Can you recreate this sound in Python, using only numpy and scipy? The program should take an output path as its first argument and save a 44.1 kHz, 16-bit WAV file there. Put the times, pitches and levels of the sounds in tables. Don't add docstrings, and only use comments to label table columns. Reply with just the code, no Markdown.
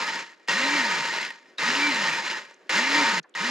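import sys
import numpy as np
from scipy import signal
from scipy.fft import rfft, irfft
from scipy.io import wavfile
from scipy.ndimage import map_coordinates

SR = 44100
rng = np.random.default_rng(int(sys.argv[2]) if len(sys.argv) > 2 else 0)


def to_linear_factor(level_db):
    exponent = np.asarray(level_db, float) / 20
    return 10 ** exponent


def dump(signal):
    limited = np.clip(np.atleast_2d(signal).T, -1, 1)
    pcm = np.round(limited * 32767).astype(np.int16)
    wavfile.write(sys.argv[1], SR, pcm)


N = 154350

# start [s], held [s], level [dB], coast time factor, extra level at start [dB].
PRESSES = [
    (-.60, 0.32, -25, 1.01, 3),
    (.482, 0.28, -24, 1.01, -2),
    (1.582, 0.3, -24.5, 1.03, -2),
    (2.694, .31, -24.5, 1.02, 0.5),
    (3.349, 0.32, -28, 1.01, -6.5),
]
# frequency [Hz], width [Hz], level [dB].
CUP_MODES = [(349, 71, -12), (546, 82, -10), (921, 42, -1.5), (1052, 53, -10), (1258, 35, -5),
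             (1492, 79, -6.5), (1700, 65, -3.5), (1860, 43.5, 3), (2066, 46, -2), (2168, 29, -7),
             (2346, 59, -6), (2480, 82, -10.5), (2750, 89, -9), (2936, 40, -9)]


def level(x, db):
    return x * to_linear_factor(db) / np.sqrt(np.mean(x ** 2))


def colour(x, table):
    hz, db = np.array(table).T
    grid_hz = np.arange(1025) * SR / 2048
    log_gain = np.interp(np.log(grid_hz + 1), np.log(hz), db) * np.log(10) / 20
    cepstrum = irfft(log_gain)
    cepstrum[1:1024] *= 2
    cepstrum[1025:] = 0
    impulse = irfft(np.exp(rfft(cepstrum)))[:1024]
    return signal.fftconvolve(x, impulse)[:N]


def ring(x, hz, width_hz):
    return signal.lfilter(*signal.iirpeak(hz, hz / max(width_hz, 5), fs=SR), x)


def walk(rate_hz):
    at = np.arange(0, N + 64, 64) * rate_hz / SR
    return map_coordinates(rng.standard_normal(400), [at]).repeat(64)[:N]


def opposed(x):
    return np.array([x, -x])


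def room_tone():
    # frequency [Hz], density [dB per Hz].
    spectrum = [(100, -16), (200, -10.5), (375, 0.5), (620, -6), (900, -13.5), (1700, -9.5), (3200, -21),
                (9000, -42)]
    mid, side = (level(colour(rng.standard_normal(N), spectrum), -62) * to_linear_factor(2 * walk(14)) for _ in range(2))
    return mid + opposed(0.39 * side)


def ticks():
    # start [s], level [dB], frequency [Hz], t60 [s].
    small_ticks = [(.474, -57, 2970, .1), (1.576, -54, 4000, 0.11), (3.244, -52, 960, 0.089),
                   (2.542, -52, 6300, 0.022), (2.682, -63, 4200, .03), (3.229, -59, 6200, 0.033),
                   (3.231, -56, 4300, 0.038), (3.24, -51, 1700, 0.075), (3.243, -64, 2400, 0.046),
                   (3.294, -56, 6900, 0.014), (3.34, -46, 3500, .05), (2.605, -55, 380, 0.13),
                   (2.656, -50, 380, 0.07)]
    size = 3000
    out, s = np.zeros(N), np.arange(size) / SR
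    for at_s, db, hz, t60_s in small_ticks:
        y = ring(ring(rng.standard_normal(size), hz, .12 * hz), hz, .4 * hz)
        start = int(at_s * SR)
        out[start:start + size] += level(y, db) * to_linear_factor(-60 * s / t60_s)
    return out


def knocks():
    # start [s], peak level [dB], favoured frequency [Hz], rattle length [s].
    strikes = [(0.094, -26, 1860, 0.0036), (0.476, -21, 1860, 0.011), (1.148, -16, 921, 0.0056),
               (1.213, -17.5, 4150, 0.0035), (1.249, -16, 1860, 0.0094), (1.304, -19, 1860, .004),
               (1.581, -16.5, 3820, 0.0048), (1.751, -8.5, 2750, 0.0056), (2.31, -23, 1860, 0.0044),
               (2.36, -32, 1860, 0.0053), (2.693, -10, 1860, 0.0094), (3.353, -19.5, 1860, 0.013)]
    size = 3000
    out, s = np.zeros(N + size), np.arange(size) / SR
    for at_s, db, hz, length_s in strikes:
        x = rng.standard_normal(size) * np.exp(-s / length_s * 1.53) * np.minimum(s / .0015, 1)
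        y = 6.1 * ring(x, hz, 120) + 0.12 * ring(x, 1800, 2100)
        y = y + sum(to_linear_factor(mode_db) * ring(x, f, 2 * w) for f, w, mode_db in CUP_MODES)
        start = int(at_s * SR)
        out[start:start + size] += y * to_linear_factor(db - 6.5) / np.abs(y).max()
    return ring(out[:N], 2600, 5000) * 1.15


def motion():
    # time after press [s], shaft speed [Hz].
    spin_up = [(0, 40), (.03, 129.8), (.06, 190), (.1, 240.1), (.15, 256), (.2, 279), (.26, 291.1),
               (.305, 291)]
    # shaft speed [Hz], rattle level [dB].
    rattle_by_speed = [(0, -41), (18, -38), (38, -24), (52, -12), (74, -6), (135, -2.5), (185, -1.3),
                       (240, 0.5), (300, -0.25)]
    coast_s, drag_hz = 0.39, 40
    settle_db_per_s, start_s, grip_s = 122, 0.076, 0.0025
    top_hz = spin_up[-1][1]
    t = np.arange(N) / SR
    hz, db = np.zeros(N), np.full(N, -120.)
    for at_s, held_s, press_db, stretch, start_db in PRESSES:
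        s = t - at_s
        held = s < held_s
        tau_s = coast_s * stretch
        up = np.interp(s * spin_up[-1][0] / held_s, *np.array(spin_up).T)
        coast = np.maximum((top_hz + drag_hz) * np.exp(-(s - held_s) / tau_s) - drag_hz, 0)
        speed = np.where(held, up, coast)
        rest_s = np.maximum(s - held_s - tau_s * np.log(1 + top_hz / drag_hz), 0)
        drive_hz = np.where(held, np.maximum(speed, 200), speed)
        now = np.interp(drive_hz, *np.array(rattle_by_speed).T) - settle_db_per_s * rest_s
        now = now + press_db - 25 * np.clip(1 - s / grip_s, 0, 1)
        now = now + start_db * np.exp(-np.maximum(s, 0) / start_s)
        hz, db = np.where(s > 0, speed, hz), np.where(s > 0, now, db)
    return hz, db


def motor(hz):
    # multiple of shaft speed, level at full speed [dB].
    orders = [(1, -37.5), (2, -52.5), (3, -51), (6, -51), (7, -48.5), (8, -41.5), (16, -45)]
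    mount_hz, mount_width_hz = 293, 17
    turn = 2 * np.pi * np.cumsum(hz * (1 + 0.00587 * walk(60))) / SR
    tones = sum(to_linear_factor(db + 2.7 * walk(40)) * np.sin(k * turn + rng.random() * 2 * np.pi) for k, db in orders)
    tones = tones * np.sqrt(2) * (hz / 290)
    tones = tones * (1 - np.exp(-(hz / 90) ** 4))
    body = sum(to_linear_factor(db) * ring(ring(tones, f, w), f, 2 * w) for f, w, db in CUP_MODES if f > 2 * mount_hz)
    body = body * to_linear_factor(14 - 4 * (np.gradient(hz) < 0))
    mount = to_linear_factor(0.5) * ring(tones, mount_hz, mount_width_hz)
    cup_ring = 1.6 * ring(tones, 2335, 60)
    return 0.78 * tones + mount + body + cup_ring


def bank(hits, modes, flutter_db):
    out = np.zeros(N)
    for hz, width_hz, db in modes:
        y = level(ring(hits * rng.standard_normal(N), hz, width_hz), 0)
        out += to_linear_factor(db + flutter_db * walk(20)) * y * np.sqrt(width_hz)
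    return out


def rattle(hz):
    # frequency [Hz], width [Hz], level [dB].
    lid_modes = [(3530, 47, -4.5), (4063, 120, 1.5), (4490, 99, -3), (5100, 140, -0.5), (6200, 66, -5.5),
                 (6780, 130, -5), (7500, 40, -6)]
    # frequency [Hz], density [dB per Hz].
    clatter_spectrum = [(110, -18), (170, -11), (700, -19), (950, -9.5), (1850, -6.5), (5200, -13),
                        (7200, -21), (14000, -70)]
    hits_per_turn, hits_per_s_at_rest, scatter_db = 16, 1100, 2
    sweep = 1 + .3 * np.cos(2 * 2 * np.pi * np.cumsum(hz) / SR)
    rate = (hits_per_s_at_rest + hits_per_turn * hz) * sweep
    force = to_linear_factor(scatter_db * np.minimum(rng.exponential(size=N), 4))
    hits = (rng.random(N) < rate / SR) * force / np.sqrt(rate)
    cup = level(bank(hits, CUP_MODES, 1.5), -2)
    lid = level(bank(hits, lid_modes, 1.63), -11.5)
    clatter = level(colour(hits * rng.standard_normal(N), clatter_spectrum), -7.5)
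    air = level(colour(rng.standard_normal(N), clatter_spectrum), -7.5)
    return cup + lid + clatter + air


def ports(mid):
    # frequency [Hz], lead of the left port [rad].
    port_lead = [(150, 0.26), (500, -0.059), (1000, -0.34), (2700, -.8), (4500, -.5), (7000, -0.38),
                 (10000, -.2)]
    hz, rad = np.array(port_lead).T
    lead = np.interp(np.log(np.arange(N // 2 + 1) * SR / N + 1), np.log(hz), rad)
    return irfft(rfft(mid) * 1j * np.tan(np.clip(lead, -2, 2) / 2), N)


def grinder():
    # frequency [Hz], side minus mid [dB].
    side_spectrum = [(200, -34), (670, -14), (1220, -14), (2220, -7.5), (4060, -5.5), (7410, -6),
                     (12000, -2.5)]
    clump_db, clump_hz = 1.5, 107
    hz, db = motion()
    clump = .5 + clump_db * np.exp(-(hz / clump_hz) ** 2)
    strength = to_linear_factor(db + 1.45 * walk(14) + clump * walk(35.04))
    mid = rattle(hz) * strength + motor(hz) + knocks()
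    mid = mid + .55 * ring(mid * (np.gradient(hz) < 0), 921, 55)
    side = colour(rattle(hz) * strength, side_spectrum) * to_linear_factor(-5.5)
    return mid + opposed(side + ports(mid))


def room_echo():
    t60_s, echo_db = 0.35, -15.5
    s = np.arange(SR // 2) / SR
    raw = rng.standard_normal((2, len(s))) * to_linear_factor(-60 * s / t60_s) * (s > .004)
    return signal.lfilter([.4], [1, -.6], raw) * to_linear_factor(echo_db) / np.sqrt(np.sum(raw ** 2) / 2)


def scene():
    cut_s, cut_fade_s = 3.201, .004
    t = np.arange(N) / SR
    dry_ports, echo = grinder(), room_echo()

    def wet(x):
        return x + signal.fftconvolve(x, echo, axes=1)[:, :N]

    before = wet(dry_ports * (t < cut_s)) * np.clip((cut_s - t) / cut_fade_s, 0, 1)
    after = wet(dry_ports * (t >= PRESSES[-1][0]))
    return room_tone() + ticks() + before + after


def band_limit(x):
    return signal.sosfilt(signal.butter(12, 14120, fs=SR, output="sos"), x)


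def record(dry):
    # frequency [Hz], gain [dB].
    mic_response = [(9000, 0), (11500, -2), (13200, -8), (15000, -22)]
    low_cut = signal.butter(11, 154.4, "high", fs=SR, output="sos")
    x = signal.sosfilt(low_cut, dry) + to_linear_factor(-37) * dry
    mix = np.array([colour(side, mic_response) for side in x])
    return band_limit(mix)


dry = scene()
out = record(dry)
dump(out)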